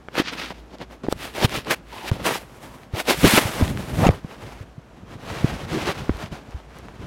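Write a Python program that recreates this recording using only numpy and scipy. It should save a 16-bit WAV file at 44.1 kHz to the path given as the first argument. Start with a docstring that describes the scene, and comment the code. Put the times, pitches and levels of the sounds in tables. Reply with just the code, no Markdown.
"""Shoes scuff on sandy paving as someone shuffles and turns, phone in hand, in a quiet desert camp.
Each scuff is a swell of sliding grains. Footfalls and handling knocks thud; sleeve and sand rustle,
with one hissing sandy drag; grit ticks and a small hard piece chinks once. Movement and gusts
flutter the air at the microphone port, over still air and a faint low drone. Open ground, no echo."""
import sys
import numpy as np
from scipy import signal
from scipy.fft import rfft, irfft, next_fast_len
from scipy.io import wavfile
from scipy.ndimage import uniform_filter1d

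SR = 44100
rng = np.random.default_rng(int(sys.argv[2]) if len(sys.argv) > 2 else 0)


def pcm_store(signal):
    """Save signal as 16-bit PCM."""
    levels = np.round(np.clip(np.atleast_2d(signal), -1, 1) * 32767)
    wavfile.write(sys.argv[1], SR, levels.astype(np.int16).T)


N = 311566
TIME = np.arange(N) / SR

# rustle of sleeve and sand (sandy drag at 3.41-4.03 s), one curve per bout: time_s, level_db
RUSTLE_BOUTS = [
    [(2.39, -48.5), (2.462, -62.5), (2.598, -60.5), (2.632, -50.5), (2.67, -57), (2.77, -61), (2.812, -63),
     (2.82, -57.5)],
    [(3.41, -32.5), (3.592, -38.5), (3.598, -40), (3.716, -43), (3.748, -47.5), (3.806, -46), (3.836, -49),
     (4.03, -38.5)],
    [(4.14, -49), (4.202, -60.5), (4.326, -52.5), (4.352, -58), (4.464, -47.5), (4.634, -58.5),
     (4.646, -66), (4.93, -83)],
    [(4.96, -78), (4.972, -62), (5.038, -71), (5.138, -49), (5.172, -59), (5.318, -41.5), (5.618, -43.5),
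     (5.66, -48.5)],
    [(5.66, -51), (5.686, -38), (5.784, -35.5), (5.84, -40.5), (5.874, -32.5), (5.914, -34), (5.94, -41.5)],
    [(5.94, -43), (5.974, -43), (5.982, -38), (6.13, -54), (6.23, -40.5), (6.304, -60), (6.326, -48),
     (6.44, -61)],
    [(6.44, -67), (6.444, -62), (6.576, -56), (6.67, -70), (6.762, -54.5), (6.896, -61.5), (6.902, -63.5),
     (7.04, -54.5)],
]


def scuffs(body_hz=410, body_oct_per_db=0.0557, usual_sand_db=-11, judder_db=1.0, slip_db=2.5):
    """Soles slide: grains rasp, fine sand hisses, the pressed surface sounds hollow."""
    # peak_s, rise_s, fall_s, rasp_db, rasp_hz, body_db, sand_db (last two re rasp)
    strokes = [(0.196, .052, 0.029, -20.5, 1610, -1.5, -16.5), (0.289, 0.064, 0.027, -27.5, 2200, -15, -33),
               (0.33, 0.017, 0.043, -32.5, 1600, -1, -16), (0.393, 0.033, 0.15, -30, 1960, -7, -18),
               (0.507, 0.0052, 0.019, -40, 1700, 13.5, -16), (0.58, .04, .07, -59, 3000, 6.5, -9),
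               (0.748, 0.067, 0.016, -51, 3300, 9, -15), (0.822, 0.031, 0.027, -38, 1910, 8, -21),
               (0.927, 0.039, 0.047, -51, 2170, 11.5, -8), (1.039, .006, .057, -47.5, 2600, 15, -24),
               (1.126, 0.036, 0.0094, -36.5, 2600, -2, -5), (1.238, 0.083, 0.092, -34, 1840, -3.5, -8),
               (1.363, 0.03, 0.14, -33, 2000, 3, -9), (1.451, 0.049, .017, -20, 2370, 4, -10.5),
               (1.561, 0.079, .061, -27.5, 2050, -3, -10.5), (1.687, 0.041, .028, -34.5, 1770, 6, -14),
               (1.712, 0.014, 0.045, -17, 1510, -5, -9.5), (1.969, 0.12, 0.16, -40, 1740, -4, -11),
               (2.091, 0.051, 0.014, -29.5, 1930, -3, -10), (2.132, 0.023, 0.085, -40.5, 2200, 6.5, -10),
               (2.201, .015, 0.042, -43, 1530, 9, -23), (2.262, 0.022, 0.052, -21, 1460, -1.5, -8.5),
               (2.346, 0.11, 0.07, -30.5, 2200, 0.5, -5), (2.956, 0.025, .039, -39.5, 2000, 10.5, -15),
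               (3.002, 0.052, 0.026, -27.5, 2060, -2, -6), (3.103, 0.037, 0.043, -17, 2200, 2.5, -8),
               (3.248, 0.024, 0.048, -28.5, 1110, 18.5, -31),
               (3.278, 0.047, 0.026, -21.5, 1500, -12, -10.5), (3.32, 0.18, 0.13, -21.5, 2130, -6, -2.5),
               (3.345, 0.02, 0.043, -33.5, 1300, 15, -24), (3.377, 0.046, 0.029, -17.5, 1560, 0, -7),
               (3.615, 0.03, 0.029, -35, 1500, 14.5, -25), (4.061, .075, 0.083, -35.5, 2900, 17.5, -5),
               (5.885, 0.059, 0.05, -29.5, 1880, 4.5, -23), (5.99, .02, .04, -41, 2600, 3, -14)]
    out = np.zeros(N)
    coarse = grains(share=0.1, spread_db=1.5)
    medium = grains(share=0.3, spread_db=1.0)
    fine = grains(share=0.98, spread_db=2.5)
    medium = lowpass(medium, hz=5200, order=4)  # grain contact time limits the treble
    judder = unit(undb(judder_db * walk(rate_hz=350)))  # contact catches and lets go
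    pressure = unit(undb(slip_db * walk(rate_hz=110)))
    for peak_s, rise_s, fall_s, rasp_db, rasp_hz, body_db, sand_db in strokes:
        span = slice(max(int((peak_s - 2 * rise_s) * SR), 0), min(int((peak_s + 2 * fall_s) * SR), N))
        extra_sand_db = sand_db - usual_sand_db  # sandier: higher body, slightly narrower rasp
        hollow_hz = body_hz * 2 ** (body_oct_per_db * extra_sand_db)
        rasp = resonate(medium[span], rasp_hz, q=0.51 * 2 ** (0.01 * extra_sand_db))
        body = undb(body_db) * resonate(coarse[span], hollow_hz, q=0.53) * pressure[span]
        hiss = undb(sand_db) * resonate(fine[span], hz=9500, q=0.37)
        out[span] += undb(rasp_db) * swell(TIME[span] - peak_s, rise_s, fall_s) * (rasp + body + hiss)
    return out * judder


def crunch(slides, gain_db=-13):
    """Coarse grains break under a slide, harder when it is louder."""
    treble = colour(slides, [(300, -20), (1500, 0)])
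    effort = np.sqrt(np.abs(uniform_filter1d(treble ** 2, size=SR // 50)))
    breaks = grains(share=0.03, spread_db=2.4)
    return undb(gain_db) * effort * resonate(breaks, hz=2600, q=0.77)


def contact(part_s=0.003, return_s=0.019):
    """Slide gain: drops as the rubbing surfaces part, recovers as they meet again."""
    # start_s, depth_db
    lifts = [(0.526, 9), (1.46, 10), (1.747, 19), (2.099, 8), (2.384, 7), (4.084, 17), (5.927, 9.5)]
    gain_db = np.zeros(N)
    for start_s, depth_db in lifts:
        t = np.maximum(TIME - start_s, 0)
        gain_db -= depth_db * (1 - np.exp(-t / part_s)) * np.exp(-(t / return_s) ** 2)
    return undb(gain_db)


def knocks(decay_cycles=0.53, sag_per_cycle=0.053, slap_decay_s=0.0016):
    """Damped thuds sag in pitch as the load eases; hard contacts slap, soft ones build slowly."""
    # footfalls and handling knocks: start_s, level_db, pitch_hz, softness (0 = hard)
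    impacts = [(0.0856, -14, 1510, 0.035), (0.1996, -9, 365, 0.73), (1.0851, -8.5, 368, 0.28),
               (1.126, -6.5, 570, 0.058), (1.429, -13.5, 450, .15), (1.4454, -7, 132, 0.49),
               (2.1147, -15, 530, .1), (2.1154, -9.5, 119, 0.53), (2.936, -18, 110, 0.63),
               (3.242, -4.5, 232, 0.16), (3.2497, -7, 290, 0.83), (3.336, -8, 249, 0.56),
               (3.377, -7, 318, 0.55), (3.453, -16, 121, 0.75), (3.6106, -13.5, 392, 0.94),
               (3.624, -8.5, 94, 0.62), (4.0661, -3.5, 223, .12), (4.0897, 2.5, 580, 0.1),
               (4.093, -5.5, 119, 0.76), (4.246, -20, 169, 0.33), (4.608, -27, 111, .8),
               (4.779, -29, 149, 1), (5.4426, -9, 152, 0.76), (5.4444, -11.5, 342, 0.8),
               (6.094, -6, 310, 0.14), (6.101, -17, 80.6, 0.67), (6.145, -28, 65, 0.82),
               (6.544, -24.5, 73.6, .9)]
    out, t = np.zeros(N), TIME[:SR // 8]
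    for start_s, level_db, pitch_hz, softness in impacts:
        cycles = pitch_hz * t
        envelope = cycles ** softness * np.exp(-cycles / decay_cycles)
        thud = envelope * np.sin(2 * np.pi * cycles / (1 + sag_per_cycle * cycles))
        slap = undb(-8 - 18 * softness) * burst(t, slap_decay_s, hz=1000, q=0.67)
        add(out, undb(level_db) * (thud / np.abs(thud).max() + slap), start_s)
    return lowpass(out, hz=3000)  # rubber and skin are too soft for high treble


def rustle_motion(settle_s=0.032):
    """Briskness of the rustle as a gain; dies away after each bout."""
    gain = np.zeros(N)
    for bout in RUSTLE_BOUTS:
        time_s, level_db = np.transpose(bout)
        settle = np.exp(-np.maximum(TIME - time_s[-1], 0) / settle_s)
        gain = np.where(TIME >= time_s[0], undb(np.interp(TIME, time_s, level_db)) * settle, gain)
    return np.abs(uniform_filter1d(gain, size=SR // 100))


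def rustle(motion, rasp_db=2, body_db=-2, flutter_db=1.88):
    """Sleeve and sand rasp and hiss, hollower when slow; the second bout is a hissing sandy drag."""
    # fine hiss per bout, re its level: gain_db
    hiss_db = [-0.5, -2.5, -8, -11, -12, -11, -12]
    starts_s = [bout[0][0] for bout in RUSTLE_BOUTS]
    bout_index = np.maximum(np.searchsorted(starts_s, TIME) - 1, 0)
    friction = lowpass(grains(share=0.3, spread_db=1.5), hz=5600)
    rasp = undb(rasp_db) * resonate(friction, hz=1900, q=0.48)
    hiss = undb(hiss_db)[bout_index] * resonate(rng.standard_normal(N), hz=9500, q=0.5)
    body = undb(body_db) * resonate(grains(share=0.1, spread_db=1.5), hz=520, q=0.4)
    flutter = unit(undb(flutter_db * walk(rate_hz=40)))
    return (motion * (rasp + hiss) + motion ** 0.8 * body) * flutter


def hand_rubs(half_width_hz=70):
    """Rubbing noise rings in the air pocket under the hand, gliding as the gap changes."""
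    # start_s, length_s, level_db, first_hz, last_hz
    glides = [(1.913, .085, -41, 881, 1027), (2.001, 0.08, -39, 914, 748), (2.589, .21, -52, 801, 1135),
              (4.014, 0.061, -23, 520, 820), (5.701, 0.0995, -26.5, 201, 399)]
    out = np.zeros(N)
    for start_s, length_s, level_db, first_hz, last_hz in glides:
        size = int(length_s * SR)
        drive = lowpass(rng.standard_normal((SR // 4, 2)), half_width_hz)[:size]
        phase = 2 * np.pi * np.cumsum(np.linspace(first_hz, last_hz, size)) / SR
        note = unit(drive[:, 0] * np.cos(phase) + drive[:, 1] * np.sin(phase))
        add(out, undb(level_db) * note * signal.windows.tukey(size, 0.5), start_s)
    return out


def grit_ticks(decay_s=0.00046):
    """Single grains give way underfoot, each with a brief broad crack."""
    # start_s, peak_db, pitch_hz
    cracks = [(0.154, -14, 980), (0.505, -21.5, 890), (0.785, -35, 2000), (0.815, -24, 900),
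              (1.036, -27.5, 1200), (1.067, -24, 600), (1.125, -11.5, 3120), (1.495, -20, 1600),
              (1.648, -25, 2500), (1.671, -22, 1100), (2.115, -21, 1300), (2.834, -32, 1810),
              (3.679, -16.5, 2190), (3.774, -17, 1100), (6.17, -30, 3500), (6.261, -27, 2200),
              (6.509, -38, 1500), (6.787, -33.5, 6000), (6.885, -27.5, 1200)]
    out, t = np.zeros(N), TIME[:SR // 32]
    for start_s, peak_db, pitch_hz in cracks:
        add(out, undb(peak_db) * burst(t, decay_s, pitch_hz, q=0.65), start_s)
    return out


def chink(start_s=4.0688):
    """A small hard piece, struck by the shoe, rings in short bright modes."""
    # pitch_hz, peak_db, t60_s
    modes = [(2710, -14, 0.022), (3700, -36, 0.01), (6600, -28, 0.034), (6800, -35, .03)]
    out, t = np.zeros(N), TIME[:SR // 10]
    for pitch_hz, peak_db, t60_s in modes:
        add(out, undb(peak_db - 60 * t / t60_s) * np.sin(2 * np.pi * pitch_hz * t), start_s)
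    return out


def wind(motion, breeze_db=-55, stirred_db=-6, flutter_db=4.0):
    """Eddies at the microphone port: light breeze, air stirred by movement, gusts."""
    # peak_s, half_length_s, level_db
    gusts = [(1.183, .15, -41), (1.51, 0.22, -35.5), (2.2, 0.24, -35), (3.195, .1, -35), (3.74, 0.29, -27),
             (4.014, 0.17, -21.5), (5.35, 0.43, -37), (6.295, 0.11, -44), (7.0, .35, -44)]
    # freq_hz, gain_db
    eddy_spectrum = [(20, -37), (40, -0.5), (75, -2), (125, 1.5), (190, -1.5), (300, -9), (600, -17),
                     (2000, -77.5)]
    power = undb(breeze_db) ** 2 + (undb(stirred_db) * motion ** 0.75) ** 2
    for peak_s, half_length_s, level_db in gusts:
        power += (undb(level_db) * swell(TIME - peak_s, half_length_s, half_length_s)) ** 2
    eddies = colour(rng.standard_normal(N), eddy_spectrum)
    flutter = undb(flutter_db * walk(rate_hz=55))
    return unit(eddies * flutter) * np.sqrt(power)


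def camp(air_db=-51, drone_db=-51, waver_db=1.0):
    """Still desert air and a faint low drone, perhaps a far generator."""
    # freq_hz, gain_db
    air_spectrum = [(20, -17), (55, -12.5), (100, -6), (230, 1), (420, -2), (700, -4.5), (1150, -8.5),
                    (1900, -13.5), (2900, -18), (6300, -28), (9000, -34), (15000, -39)]
    waver = undb(waver_db * walk(rate_hz=14))
    air = unit(colour(rng.standard_normal(N), air_spectrum)) * waver
    drone = resonate(rng.standard_normal(N), hz=56.4, q=6)
    return undb(air_db) * air + undb(drone_db) * drone


def grains(share, spread_db):
    """Dense tiny impacts on a share of the samples: many weak, a few strong."""
    strength = undb(spread_db * np.minimum(rng.exponential(size=N), 6))
    return rng.standard_normal(N) * strength * (rng.random(N) < share)


def burst(t, decay_s, hz, q):
    """Decaying noise through a resonance; peak 1."""
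    noise = resonate(rng.standard_normal(len(t)) * np.exp(-t / decay_s), hz, q)
    return noise / np.abs(noise).max()


def swell(t, rise_s, fall_s):
    """Gain peaking at t = 0; 20 dB down at -rise_s and at fall_s."""
    distance = np.abs(t / np.where(t < 0, rise_s, fall_s))
    return undb(-20 * distance ** np.where(t < 0, 1.39, 1.48))


def walk(rate_hz):
    """Random wander, rate_hz new goals a second; rms 1."""
    goals = rng.standard_normal(N // 16)
    return unit(np.interp(TIME * rate_hz, np.arange(len(goals)), goals))


def resonate(x, hz, q):
    """Band-pass applied twice for steep skirts; rms 1."""
    size = next_fast_len(len(x))
    ratio = np.maximum(np.fft.rfftfreq(size, 1 / SR), 1) / hz
    return unit(irfft(rfft(x, size) / (1 + 1j * q * (ratio - 1 / ratio)) ** 2, size)[:len(x)])


def colour(x, points):
    """Filter by a curve of (freq_hz, gain_db) points."""
    freq_hz, gain_db = np.transpose(points)
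    size = next_fast_len(len(x))
    bins_hz = np.maximum(np.fft.rfftfreq(size, 1 / SR), 1)
    gain = undb(np.interp(np.log(bins_hz), np.log(freq_hz), gain_db))
    return irfft(rfft(x, size) * gain, size)[:len(x)]


def lowpass(x, hz, order=2):
    return signal.sosfilt(signal.butter(order, hz, fs=SR, output="sos"), x, axis=0)


def undb(db):
    return 10 ** (np.asarray(db) / 20)


def unit(x):
    """Scale to rms 1."""
    return x / np.sqrt(np.mean(x ** 2) + 1e-18)


def add(track, sound, start_s):
    start = int(start_s * SR)
    track[start:start + len(sound)] += sound[:N - start]


def scene():
    """All sources at one microphone."""
    motion = rustle_motion()
    slides = scuffs() + rustle(motion)
    rubbing = (slides + crunch(slides)) * contact()
    return (rubbing + hand_rubs() + knocks() + grit_ticks() + chink() + wind(motion) + camp())[None]


def record(dry):
    """The phone colours the sound, clips at full scale and cuts the top."""
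    # freq_hz, gain_db
    mic_response = [(30, 1), (150, 1.5), (270, 2), (420, 0.5), (750, 0.5), (1200, 0.1), (1900, -0.5),
                    (2900, -0.16), (4400, -0.76), (6300, 1.5), (9000, 1.2), (11500, 1), (15500, -4.5)]
    clipped = np.clip(colour(dry[0], mic_response), -1, 1)
    top_cut = signal.ellip(10, 0.2, 70, 15850, fs=SR, output="sos")
    return signal.sosfilt(top_cut, clipped)[None]


dry = scene()
out = record(dry)
pcm_store(out)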